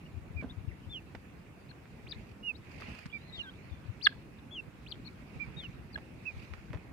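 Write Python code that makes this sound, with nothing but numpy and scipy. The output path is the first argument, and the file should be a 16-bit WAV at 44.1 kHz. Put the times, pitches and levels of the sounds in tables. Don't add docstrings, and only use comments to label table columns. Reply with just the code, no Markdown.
import sys
import numpy as np
from scipy import signal
from scipy.io import wavfile
from scipy.ndimage import uniform_filter1d

SR = 44100
rng = np.random.default_rng(int(sys.argv[2]) if len(sys.argv) > 2 else 0)


def generate_wav(signal):
    frames = np.transpose(np.atleast_2d(signal))
    scaled = np.clip(frames, -1, 1) * 32767
    pcm = np.round(scaled).astype(np.int16)
    wavfile.write(sys.argv[1], SR, pcm)


def amplitude_ratio(level_db):
    exponent = np.asarray(level_db, float) / 20
    return 10 ** exponent


N = 305172


def evened(x):
    return x / np.sqrt(np.mean(x ** 2) + 1e-20)


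def read(points, hz):
    f, *values = np.transpose(points)
    return np.array([np.interp(np.log(hz + 1), np.log(f + 1), v) for v in values])


def add(mix, s, sound):
    part = mix[..., max(round(s * SR), 0):][..., :sound.shape[-1]]
    part += sound[..., :part.shape[-1]]


def band(x, lo_hz, hi_hz, order=2):
    return signal.sosfilt(signal.butter(order, [lo_hz, hi_hz], "band", fs=SR, output="sos"), x)


def smooth(x, first, second):
    return uniform_filter1d(uniform_filter1d(x, first, mode="nearest"), second, mode="nearest")


# freq_hz, left_db, right_db
AIR = [(25.3, -77, -82), (45, -65.5, -66), (70, -67, -65), (141, -66, -65.5), (269, -71, -70.5),
       (590, -81.5, -80.5), (940, -84.5, -82.5), (1660, -87, -86), (2680, -91.5, -82.5), (3100, -92.5, -98),
       (4000, -96.5, -99.9), (4650, -97, -104.3), (5760, -101.4, -102.6), (14300, -109.2, -107.9)]
# freq_hz, left_db, right_db
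RUSTLE = [(25, -68.3, -68.4), (45, -70.9, -71.0), (70, -64.3, -63.9), (130, -61.4, -60.2),
          (300, -68.7, -68.1), (600, -76.3, -74.6), (1000, -79.7, -77.6), (1700, -82.1, -75.2),
          (2500, -81.4, -69.1), (3200, -85.4, -84.3), (3800, -84.8, -92.1), (4700, -82.0, -98.3),
          (6000, -90.4, -94.4), (14000, -105.1, -104.1)]
# time_s, stir_db, wind_db
STIR = [(0.0, -82.5, -53.5), (0.56, -85.5, -52.5), (0.87, -83, -53), (1.73, -84.5, -55.5),
        (2.21, -79.5, -52), (2.511, -91.5, -56), (2.73, -75.5, -53), (2.89, -71, -47.5), (3.02, -74, -55),
        (3.085, -80.5, -54.5), (3.969, -80.5, -54), (4.59, -84.5, -54.5), (5.45, -77.5, -50.5),
        (5.95, -83, -53), (6.32, -78, -53.5), (6.43, -76, -52.5), (6.55, -79, -53.5), (6.92, -84, -50.5)]
# freq_hz, likeness (0-1)
LIKENESS = [(60, 0.77), (110, 0.66), (210, 1), (390, 0.45), (900, 0.19), (2500, 0.023)]


def lawn():
    frames, hz = N // 256 + 5, np.fft.rfftfreq(1024, 1 / SR)
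    s, stir_db, wind_db = np.transpose(STIR)
    t = np.arange(frames) * 256 / SR
    a, b, c, d, patches = rng.standard_normal((frames, 513, 5)).T
    patches = evened(uniform_filter1d(uniform_filter1d(patches, 14, 0), 9, 1))
    lumps, flicker = (evened(uniform_filter1d(v, size=3, axis=1))[:, None]
                      for v in rng.standard_normal((frames, 2, 2)).T)
    low = 1 / (1 + (hz[:, None] / 450) ** 2)
    wind = low * (np.interp(t, s, wind_db) + 56 + 1.7 * lumps)
    air = amplitude_ratio(read(AIR, hz)[:, :, None] + wind)
    stir = np.sqrt(np.maximum(amplitude_ratio(2 * np.interp(t, s, stir_db + 72.5)) - .06, 0))
    treble_loss = 1 + (hz[:, None] / 9000) ** 2
    rustle = amplitude_ratio(read(RUSTLE, hz)[:, :, None] + 1.2 * flicker + patches)
    rustle = rustle * stir * (1 - low) / treble_loss
    same = np.clip(read(LIKENESS, hz)[0], -1, 1)[:, None]
    left = a + 1j * b
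    right = same * left + np.sqrt(1 - same ** 2) * (c + 1j * d)
    z = np.array([left, right]) * np.hypot(air, rustle) * amplitude_ratio(7.0 + 1.37 * patches)
    return signal.istft(z, nperseg=1024, noverlap=768)[1][:, :N]


def whistle(arc, level_db, lead, octave, ports_db, strain=1):
    t = np.arange(len(arc)) / SR
    wander = rng.standard_normal(SR // 2)
    waver = evened(uniform_filter1d(uniform_filter1d(wander, size=100), size=60))[:len(t)]
    top_db = level_db.max()
    faint = np.clip((-40 - top_db) / 20, 0, 1.5)
    level = amplitude_ratio(level_db + ports_db + waver[::-1] * (.25 + 5 * faint))
    forced = np.clip(2 * (np.hypot(*level) / strain - 1), 0, 1)
    break_hz, span_hz = 3880, 199.6
    near = (arc - break_hz) / span_hz
    arc = arc + forced * span_hz * near * np.exp(-near ** 2 / 2)
    flutter = 1 - .9 * forced * np.exp(-(near / .35) ** 2)
    unsteady = 1 + (.0012 + .011 * faint) * waver
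    turn = 2 * np.pi * np.cumsum(arc * unsteady) / SR + np.array([[lead], [0]])
    octave_db, share = octave
    octave_db = top_db + octave_db + share * (level_db - top_db) + 2.0 * waver + np.array([[0], [-9]])
    tone = level * np.sin(turn) * flutter + amplitude_ratio(octave_db) * np.sin(2 * turn)
    return np.sqrt(2) * tone * signal.windows.tukey(len(t), .08)


# freq_hz, left_db, right_db
PORTS = [(1600, -8.5, -5), (2350, -9, -1), (2700, -2.5, 3), (2950, 1.5, -2.5), (3250, -2.5, 0.5),
         (3700, 0, -13), (4400, 0.5, -24), (5100, -5.5, -20)]


def cavities(arc):
    return read(PORTS, arc)


# start_s, length_s, top_hz, end_hz, level_db
CHIRPS = [
    (0.047, 0.028, 2910, 2650, -57),
    (1.685, 0.032, 4360, 3800, -52.5),
    (5.045, 0.038, 4435, 3700, -43),
]


def chirps():
    out = np.zeros((2, N))
    attack_s, release_s, swell_s, swell_db = .0089, .005, 0.03, 12.6
    for start, length, top_hz, end_hz, db in CHIRPS:
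        t = np.arange(0, length, 1 / SR)
        top = length - np.sqrt(abs(top_hz - end_hz) / 2.2) / 1000
        up, down = np.clip(1 - t / top, 0, 1), np.clip((t - top) / (length - top), 0, 1)
        arc = top_hz * (1 - 0.25 * up ** 2) - (top_hz - end_hz) * down ** 2.1
        edges = np.clip(t / attack_s, .03, 1) * np.clip((length - t) / release_s, .03, 1)
        swell = swell_db * np.clip((length - release_s - t) / swell_s, 0, 1)
        level_db = db - swell + 20 * np.log10(edges)
        add(out, start, whistle(arc, level_db, 1.4, (-44, .5), cavities(arc)))
    return out


# time_s, peak_db, pitch_hz, length_s
LEFT_BUFFETS = [(0.146, -35.7, 87, 0.021), (0.174, -29.3, 88, 0.017), (0.219, -36.8, 55, 0.013),
                (0.308, -33.8, 95, 0.011), (0.362, -28.3, 83, 0.027), (0.394, -33.6, 79, 0.014),
                (0.427, -36.2, 200, 0.008), (0.463, -33.6, 71, 0.008), (0.58, -29.1, 95, 0.017),
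                (0.606, -34.8, 68, 0.01), (0.648, -34.1, 148, 0.008), (0.681, -22.8, 94, 0.011),
                (0.723, -37.1, 72, 0.017), (0.875, -33.1, 98, 0.016), (0.9, -35.6, 61, 0.008),
                (1.161, -36.0, 57, 0.008), (2.045, -37.8, 116, 0.011), (2.167, -37.0, 106, 0.012),
                (3.062, -33, 140, 0.007), (3.38, -37.3, 74, 0.008), (3.723, -30.1, 79, 0.02),
                (3.858, -37.5, 98, 0.008), (3.896, -27.5, 104, 0.021), (6.342, -37.3, 109, 0.012),
                (6.373, -35.0, 82, 0.018), (6.519, -34.3, 78, 0.033), (6.584, -37.8, 66, 0.008),
                (6.706, -28.7, 122, 0.008), (6.728, -35.9, 72, 0.008), (6.752, -28.4, 92, 0.018)]
# time_s, peak_db, pitch_hz, length_s
RIGHT_BUFFETS = [(0.446, -31.5, 256, 0.008), (0.472, -34.1, 98, 0.008), (3.061, -32, 150, 0.007),
                 (4.684, -37.7, 146, 0.011), (5.363, -33.3, 132, 0.01), (5.48, -33.1, 116, 0.01),
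                 (5.57, -35.7, 146, 0.021), (5.695, -35.2, 154, 0.01), (5.745, -37.8, 68, 0.008),
                 (5.788, -37.1, 116, 0.008), (6.368, -37.3, 119, 0.011), (6.396, -36.8, 78, 0.008)]


def buffets():
    out = np.zeros((2, N))
    for port, rows in enumerate([LEFT_BUFFETS, RIGHT_BUFFETS]):
        for (s, db, hz, length), phase in zip(rows, rng.random(len(rows))):
            t = np.arange(-2 * length, 2 * length, 1 / SR)
            push = np.exp(-2.8 * (t / length) ** 2) * np.cos(2 * np.pi * (hz * t + phase))
            add(out[port], s - 2 * length, amplitude_ratio(db) * push)
    return out


def grown_call(rows, lead, octave):
    s, *curves = np.transpose(rows)
    t = np.arange(s[0], s[-1], 1 / SR)
    hz, db, pan_db = (np.interp(t, s, v) for v in curves)
    hz = uniform_filter1d(hz, 260, mode="nearest")
    db = uniform_filter1d(db, 90, mode="nearest")
    arched = hz.max() > 4500 and rows[0][1] < 2320
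    db = db + 4 * arched * np.cos(2 * np.pi * (hz - 3500) * 0.00232)
    ports_db = 10 * np.log10(2 / (1 + amplitude_ratio(np.array([[-2], [2]]) * pan_db)))
    return whistle(hz, db, lead, octave, ports_db, strain=0.058)


# time_s, pitch_hz, level_db, left_over_right_db
PEEPS = [
    [(0.362, 2400, -62, -11), (0.368, 2410, -51, -15), (0.381, 2420, -44.1, -19), (0.399, 2370, -42, -15.5),
     (0.411, 2330, -44.3, -14), (0.421, 2260, -51, -13), (0.426, 2150, -62, -22)],
    [(2.427, 2770, -59, -12), (2.435, 2863, -48, -7), (2.465, 2883, -38.3, -8.5), (2.48, 2818, -34, -12),
     (2.501, 2645, -32.5, -15), (2.515, 2520, -39.3, -21), (2.522, 2500, -56, -23)],
    [(3.125, 2350, -57, -11), (3.129, 2340, -47, -14), (3.137, 2368, -40.5, -14),
     (3.156, 2350, -38.5, -14.5), (3.17, 2320, -43.5, -16), (3.178, 2250, -49, -16), (3.183, 2270, -61, -8)],
    [(5.393, 2180, -63, -13), (5.401, 2350, -41, -16), (5.41, 2390, -36.5, -16.5), (5.428, 2370, -37, -16),
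     (5.444, 2300, -46.5, -17), (5.452, 2260, -55.5, -19), (5.454, 2160, -59.9, -21)],
    [(6.252, 2440, -50, -17), (6.26, 2626, -42.5, -13), (6.27, 2655, -36.7, -11), (6.284, 2525, -35, -19),
     (6.294, 2490, -39.5, -31), (6.305, 2406, -46, -20), (6.322, 2290, -62, -9)],
]
PEEP_OCTAVES_DB = [-29.5, -34.5, -25, -32.5, -37.5]


def peeps():
    out = np.zeros((2, N))
    left_leads_rad = [2, -1.0, 4.5, -2, 0.3]
    for rows, lead, octave_db in zip(PEEPS, left_leads_rad, PEEP_OCTAVES_DB):
        add(out, rows[0][0], grown_call(rows, lead, (octave_db, 0.83)))
    return out


# time_s, left_peak_db, right_peak_db, treble_db
SNAPS = [(0.413, -54, -40, -12), (1.1504, -49, -36.5, -13.5), (1.1524, -61, -32.5, -24),
         (1.662, -49.6, -49.5, -15), (1.856, -47, -42, -39), (2.717, -49, -53, -4),
         (2.802, -37, -48, -15.5), (2.8205, -38, -36, -12), (2.95, -50.5, -42, -8.5),
         (2.991, -46, -42.5, -14), (3.0577, -42.5, -35.5, -7.5), (3.063, -42, -50.5, 0),
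         (4.832, -55, -55.5, -22.5), (4.956, -53.5, -43.5, -25.5), (5.58, -59, -46, -16),
         (5.637, -52, -37, -14), (5.6911, -65.5, -47, -18.0), (5.7299, -52, -58.5, -12),
         (5.977, -48, -35, -28), (5.986, -58, -38, -22.5), (6.437, -53, -50, -6),
         (6.537, -62.5, -28, -19.5), (6.705, -50.5, -41.5, -21.5), (6.732, -39, -29.5, -25.5),
         (6.747, -61, -35, -31), (6.751, -44, -49.5, -23), (6.773, -49.5, -39, -26)]


def snaps():
    out, t = np.zeros((2, N)), np.arange(900) / SR
    kick = -np.exp(-t / 0.00035) * np.sin(2 * np.pi * 1900 * t) * np.minimum(t / 0.00018, 1)
    for s, left_db, right_db, treble_db in SNAPS:
        noise = rng.standard_normal((3, len(t)))
        crackle = 0.15 * evened(band(noise[2], 350, 2300)) * np.exp(-t / 0.011)
        body = amplitude_ratio([[left_db], [right_db]]) * band(2.3 * kick + crackle, 250, 5000, order=1)
        tick = np.array([2.2 * band(noise[0], 4100, 5400), .3 * band(noise[1], 4000, 9000)])
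        tick *= amplitude_ratio(max(left_db, right_db) + treble_db) * np.exp(-t / .003)
        dry_crack = band(1. * (t == 0), 5000, 15000, order=1)
        edge = amplitude_ratio([[left_db - 11.5], [right_db - 14.5]]) * dry_crack
        add(out, s, body + tick + edge)
    return out


# time_s, length_s, left_db, right_db, top_hz
STEPS = [
    (0.424, 0.024, -44.5, -40, 680),
    (1.148, 0.006, -38, -38, 750),
    (0.44, 0.022, -37.5, -38.5, 280),
    (5.9765, 0.0055, -40.5, -36.5, 690),
    (6.733, 0.016, -45, -42, 850),
]


def steps():
    out = np.zeros((2, N))
    for s, length, left_db, right_db, top_hz in STEPS:
        t = np.arange(0, 4 * length, 1 / SR)
        crunch = evened(band(rng.standard_normal(len(t)), 120, top_hz))
        fade = (1 - np.exp(-t / 0.0016)) * np.exp(-t / length)
        add(out, s, amplitude_ratio([[left_db], [right_db]]) * crunch * fade)
    return out


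# centre_s, length_s, centre_hz, left_db, right_db
RASPS = [
    (4.047, 0.032, 5760, -52.5, -67.5),
    (2.133, .016, 2600, -63, -53),
    (3.37, 0.083, 4500, -62, -80),
    (0.432, .05, 1640, -66, -57.5),
    (4.1, 0.1, 3470, -67, -72),
    (4.392, 0.026, 3800, -69.5, -77),
    (2.142, .04, 4100, -63, -69),
    (4.943, .025, 3400, -60, -65),
]


def rasps():
    out = np.zeros((2, N))
    for s, length, hz, *db in RASPS:
        puff = evened(band(rng.standard_normal((2, 5000)), 0.89 * hz, 1.05 * hz))
        puff = puff[:, 500:500 + round(length * SR)]
        add(out, s - length / 2, amplitude_ratio(db)[:, None] * puff * np.hanning(puff.shape[1]) * 1.9)
    return out


def thin_line(rows):
    s, hz, db = np.transpose(rows)
    t = np.arange(s[0], s[-1], 1 / SR)
    arc = smooth(np.interp(t, s, hz), 300, 200)
    return whistle(arc, np.interp(t, s, db), 2.0, (-60, 1), cavities(arc))


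# time_s, pitch_hz, level_db
WARBLES = [
    [(.486, 3100, -74), (.5, 3480, -52), (.512, 3750, -52.5), (.518, 3700, -58), (.526, 3050, -64)],
    [(.645, 1260, -62), (.652, 1260, -53), (.661, 600, -58)],
    [(.68, 4000, -70), (.686, 3010, -70), (.696, 2540, -61.5), (.722, 1820, -52.5), (.735, 1690, -58)],
    [(5.928, 4650, -58), (5.935, 4850, -50.5), (5.94, 4400, -55.5), (5.947, 4130, -41),
     (5.954, 4000, -58.5)],
    [(2.543, 3760, -67), (2.555, 3710, -51), (2.57, 4550, -60.5), (2.585, 5600, -66.5),
     (2.592, 5650, -74.5)],
    [(3.095, 2700, -62), (3.125, 3420, -58), (3.15, 3550, -70), (3.2, 3800, -72), (3.24, 4100, -66),
     (3.305, 4160, -63), (3.32, 4180, -72)],
    [(3.372, 2700, -57), (3.397, 3770, -51), (3.408, 4350, -63), (3.435, 3850, -52.5), (3.47, 3250, -61),
     (3.498, 3150, -50.5), (3.51, 3800, -68), (3.53, 4100, -76)],
    [(3.52, 2600, -64), (3.55, 3610, -74), (3.6, 4030, -72), (3.67, 4590, -74.5), (3.686, 4400, -80),
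     (3.7, 3700, -76), (3.724, 3530, -66.5), (3.81, 3510, -81)],
]


def warbles():
    out = np.zeros((2, N))
    for rows in WARBLES:
        add(out, rows[0][0], thin_line(rows))
    return out


# time_s, pitch_hz, level_db
HUMS = [
    [(.815, 3000, -77), (.845, 2950, -76), (.885, 2850, -79)],
    [(3.27, 2030, -58.5), (3.33, 1970, -61), (3.4, 2036, -56)],
    [(3.425, 1680, -58), (3.44, 1660, -48), (3.468, 1550, -45), (3.488, 1520, -41.5), (3.505, 1505, -60)],
]


def hums():
    out = np.zeros((2, N))
    for rows in HUMS:
        add(out, rows[0][0], thin_line(rows))
    return out


# time_s, pitch_hz, level_db, left_over_right_db
SLIDES = [
    [(0.892, 3460, -72.6, 3), (0.897, 3510, -57.5, 4), (0.914, 3630, -50.5, 6), (0.932, 3486, -45.5, 3),
     (0.962, 2990, -41, -9), (0.977, 2850, -44.5, -7), (0.993, 2650, -53, -9.5), (0.999, 2450, -63, -15),
     (1.001, 2620, -71, -10)],
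    [(3.321, 3630, -64, 12), (3.327, 3810, -52, 10), (3.345, 3810, -46.1, 12), (3.362, 3670, -47, 10),
     (3.375, 3400, -53, 2), (3.398, 2990, -38.5, -6), (3.417, 2790, -37.5, -15.5), (3.423, 2760, -48, -14),
     (3.426, 2600, -58, -18)],
    [(4.507, 3260, -68, 4), (4.511, 3270, -56, 4), (4.527, 3465, -48.5, 7), (4.546, 3366, -47.5, 5),
     (4.58, 2830, -41.5, -4), (4.593, 2730, -39, -7), (4.601, 2680, -40, -9), (4.607, 2626, -46.5, -20),
     (4.612, 2590, -66, -19)],
    [(5.562, 3645, -68.6, 10), (5.57, 3710, -50, 10), (5.584, 3800, -47.5, 9), (5.607, 3535, -44.5, 8),
     (5.625, 3250, -60, -6.5), (5.632, 3106, -51.5, 8), (5.654, 2834, -43.5, -12), (5.669, 2645, -48, -13),
     (5.675, 2630, -67.2, -9)],
]


def slides():
    out = np.zeros((2, N))
    for rows, left_lead_rad in zip(SLIDES, [-1.3, 3.5, -0.3, -1.2]):
        add(out, rows[0][0], grown_call(rows, left_lead_rad, (-31.5, 0.62)))
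    return out


# multiple_of_pitch, left_db, right_db
BEAK = [(.235, -27.5, -25.5), (1, -3.5, 1.5), (1.255, -19.5, -13), (1.52, -32.5, -20), (1.729, -17.5, -5.5),
        (2.01, -8.5, -7), (2.6, -31, -47), (3.0, -19.5, -44.5), (3.7, -35, -54), (4.4, -45.5, -65),
        (5.1, -40, -58), (5.7, -52, -64)]


def cluck(hz, half, level_db, rattle):
    t = np.arange(-3 * half, 5 * half, 1 / SR)
    lead = np.array([[np.pi * (.9 - rattle)], [0]])
    sagging = t * (1 - 14 * rattle * t)
    modes = 0
    for (k, *db), slip in zip(BEAK, rng.random(len(BEAK))):
        chop = 1 + (k == 1) * rattle * np.cos(2 * np.pi * 410 * t)
        soft_db = (k != 1) * (.4 - rattle) * (25 if 2 < k < 3 else 42)
        brief = np.exp(-((k - 1) * t / (2 * half)) ** 2)
        tone = np.cos(2 * np.pi * (k * hz * sagging + .05 * slip - .22 * (k != 1)) + lead)
        modes = modes + amplitude_ratio(np.array(db)[:, None] - soft_db) * brief * chop * tone
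    grit = 1 + .12 * rattle * evened(band(rng.standard_normal((2, 3000)), 150, 600))[:, :len(t)]
    bell = np.exp(-(t / half / np.where(t > 0, .85, 1)) ** 2)
    ring = 0.2 * np.exp(-abs(t) / half) * np.clip(t / half, 0, 1)
    return amplitude_ratio(level_db) * (bell + ring) * grit * modes


# centre_s, pitch_hz, half_length_s, level_db, rattle (0-1)
CLUCKS = [
    (1.716, 1600, .0025, -47, 0.21),
    (2.13, 1747, 0.0038, -48.5, 0.48),
    (2.822, 1220, .003, -41, 0.35),
    (4.0708, 1664, 0.0037, -11, 0.39),
    (5.082, 2300, .0025, -46, .1),
    (5.09, 2310, .003, -46.5, 0),
    (2.16, 1790, 0.0047, -55.5, 0.05),
    (5.9607, 1660, 0.0036, -29, 0.11),
]


def clucks():
    out = np.zeros((2, N))
    for s, hz, half, level_db, rattle in CLUCKS:
        add(out, s - 3 * half, cluck(hz, half, level_db, rattle))
    return out


# time_s, pitch_hz, level_db, left_over_right_db
CRIES = [
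    [(2.067, 2080, -56, -11), (2.071, 2426, -50, -12), (2.083, 3990, -64.5, 15), (2.096, 4760, -53, 16),
     (2.106, 5080, -60, 7), (2.114, 4710, -44.0, 21), (2.121, 3890, -42, 12), (2.126, 3490, -33, 14),
     (2.128, 3680, -50, 17)],
    [(4.01, 2355, -55, -8), (4.012, 2527, -48.5, -13), (4.021, 3864, -53, 13), (4.03, 4620, -39, 32),
     (4.04, 4980, -42, 21), (4.05, 4510, -28.5, 28), (4.058, 4160, -24.5, 33), (4.0625, 3660, -21, 7),
     (4.0675, 3300, -30, 6)],
    [(4.861, 2050, -64, -10), (4.865, 2540, -48.5, -17), (4.88, 3900, -60, 18), (4.889, 4500, -55, 24),
     (4.902, 5100, -64, 28), (4.917, 4270, -44, 26), (4.918, 4380, -45.3, 27), (4.926, 3060, -35.5, -1),
     (4.93, 3100, -55, -3)],
]


def cries():
    out = np.zeros((2, N))
    for rows, left_lead_rad in zip(CRIES, [-.4, -0.8, -.4]):
        add(out, rows[0][0], grown_call(rows, left_lead_rad, (-40.5, 0.57)))
    return out


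# centre_s, half_length_s, level_db
BRUSHES = [(2.271, .012, -62), (2.295, 0.014, -57), (2.318, .015, -57.5), (2.697, 0.007, -58),
           (2.763, .008, -57.5), (2.832, 0.0074, -52), (2.877, .008, -59), (2.65, 0.0079, -67),
           (2.668, 0.0084, -64.5), (2.72, 0.022, -58), (2.745, .008, -55.5), (2.784, 0.011, -53.5),
           (2.811, 0.011, -44), (2.851, 0.01, -58.5), (2.895, 0.023, -54), (2.919, .012, -52.5),
           (2.952, 0.013, -53), (2.992, .016, -50.5), (3.022, 0.017, -59), (6.382, 0.018, -57),
           (6.4, .015, -55), (6.431, .025, -53), (6.449, .015, -57)]


def feathers():
    out = np.zeros((2, N))
    for s, length, db in BRUSHES:
        noise = rng.standard_normal((3, 2500))
        wide = evened(band(noise[2], 800, 4900, order=1))
        left = 0.32 * evened(band(noise[0], 4200, 5100)) + 0.16 * wide
        right = evened(band(noise[1], 2400, 2760)) + 0.15 * wide
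        catch = amplitude_ratio(2 * evened(uniform_filter1d(noise[0], size=60)))
        puff = (np.array([left, right]) * catch)[:, 500:500 + round(2 * length * SR)]
        add(out, s - length, amplitude_ratio(db) * puff * np.hanning(puff.shape[1]) ** 2)
    return out


# delay_s, left_db, right_db
ECHOES = [
    (.018, -45, -43),
    (.051, -47, -47),
    (.317, -59, -58),
]


def surroundings(calls):
    t = np.arange(SR // 2) / SR
    fade = amplitude_ratio(-60 * t / .14) + .1 * amplitude_ratio(-60 * t / .6)
    tail = rng.standard_normal((2, len(t))) * fade * (t > .003)
    space = amplitude_ratio([[-26], [-28]]) * band(tail, 3560, 5500) / np.linalg.norm(tail[0]) * 2
    i = np.arange(900)
    for delay, *db in ECHOES:
        leaves = rng.standard_normal((2, 900)) * np.exp(-i / 250) * np.hanning(900) ** .3
        blur = band(leaves, 1450, 2300, order=4)
        add(space, delay - .004, amplitude_ratio(db)[:, None] * blur / np.linalg.norm(blur[0]))
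    return signal.fftconvolve(calls, space, axes=1)[:, :N]


def scene():
    calls = chirps() + peeps() + warbles() + hums() + slides() + clucks() + cries()
    flock = calls + surroundings(calls)
    return lawn() + flock + buffets() + snaps() + steps() + rasps() + feathers()


def roll_off(x):
    return signal.sosfilt(signal.butter(12, 15450, fs=SR, output="sos"), x)


def record(dry):
    cut = signal.sosfilt(signal.butter(5, 46, "high", fs=SR, output="sos"), dry)
    return roll_off(cut)


dry = scene()
out = record(dry)
generate_wav(out)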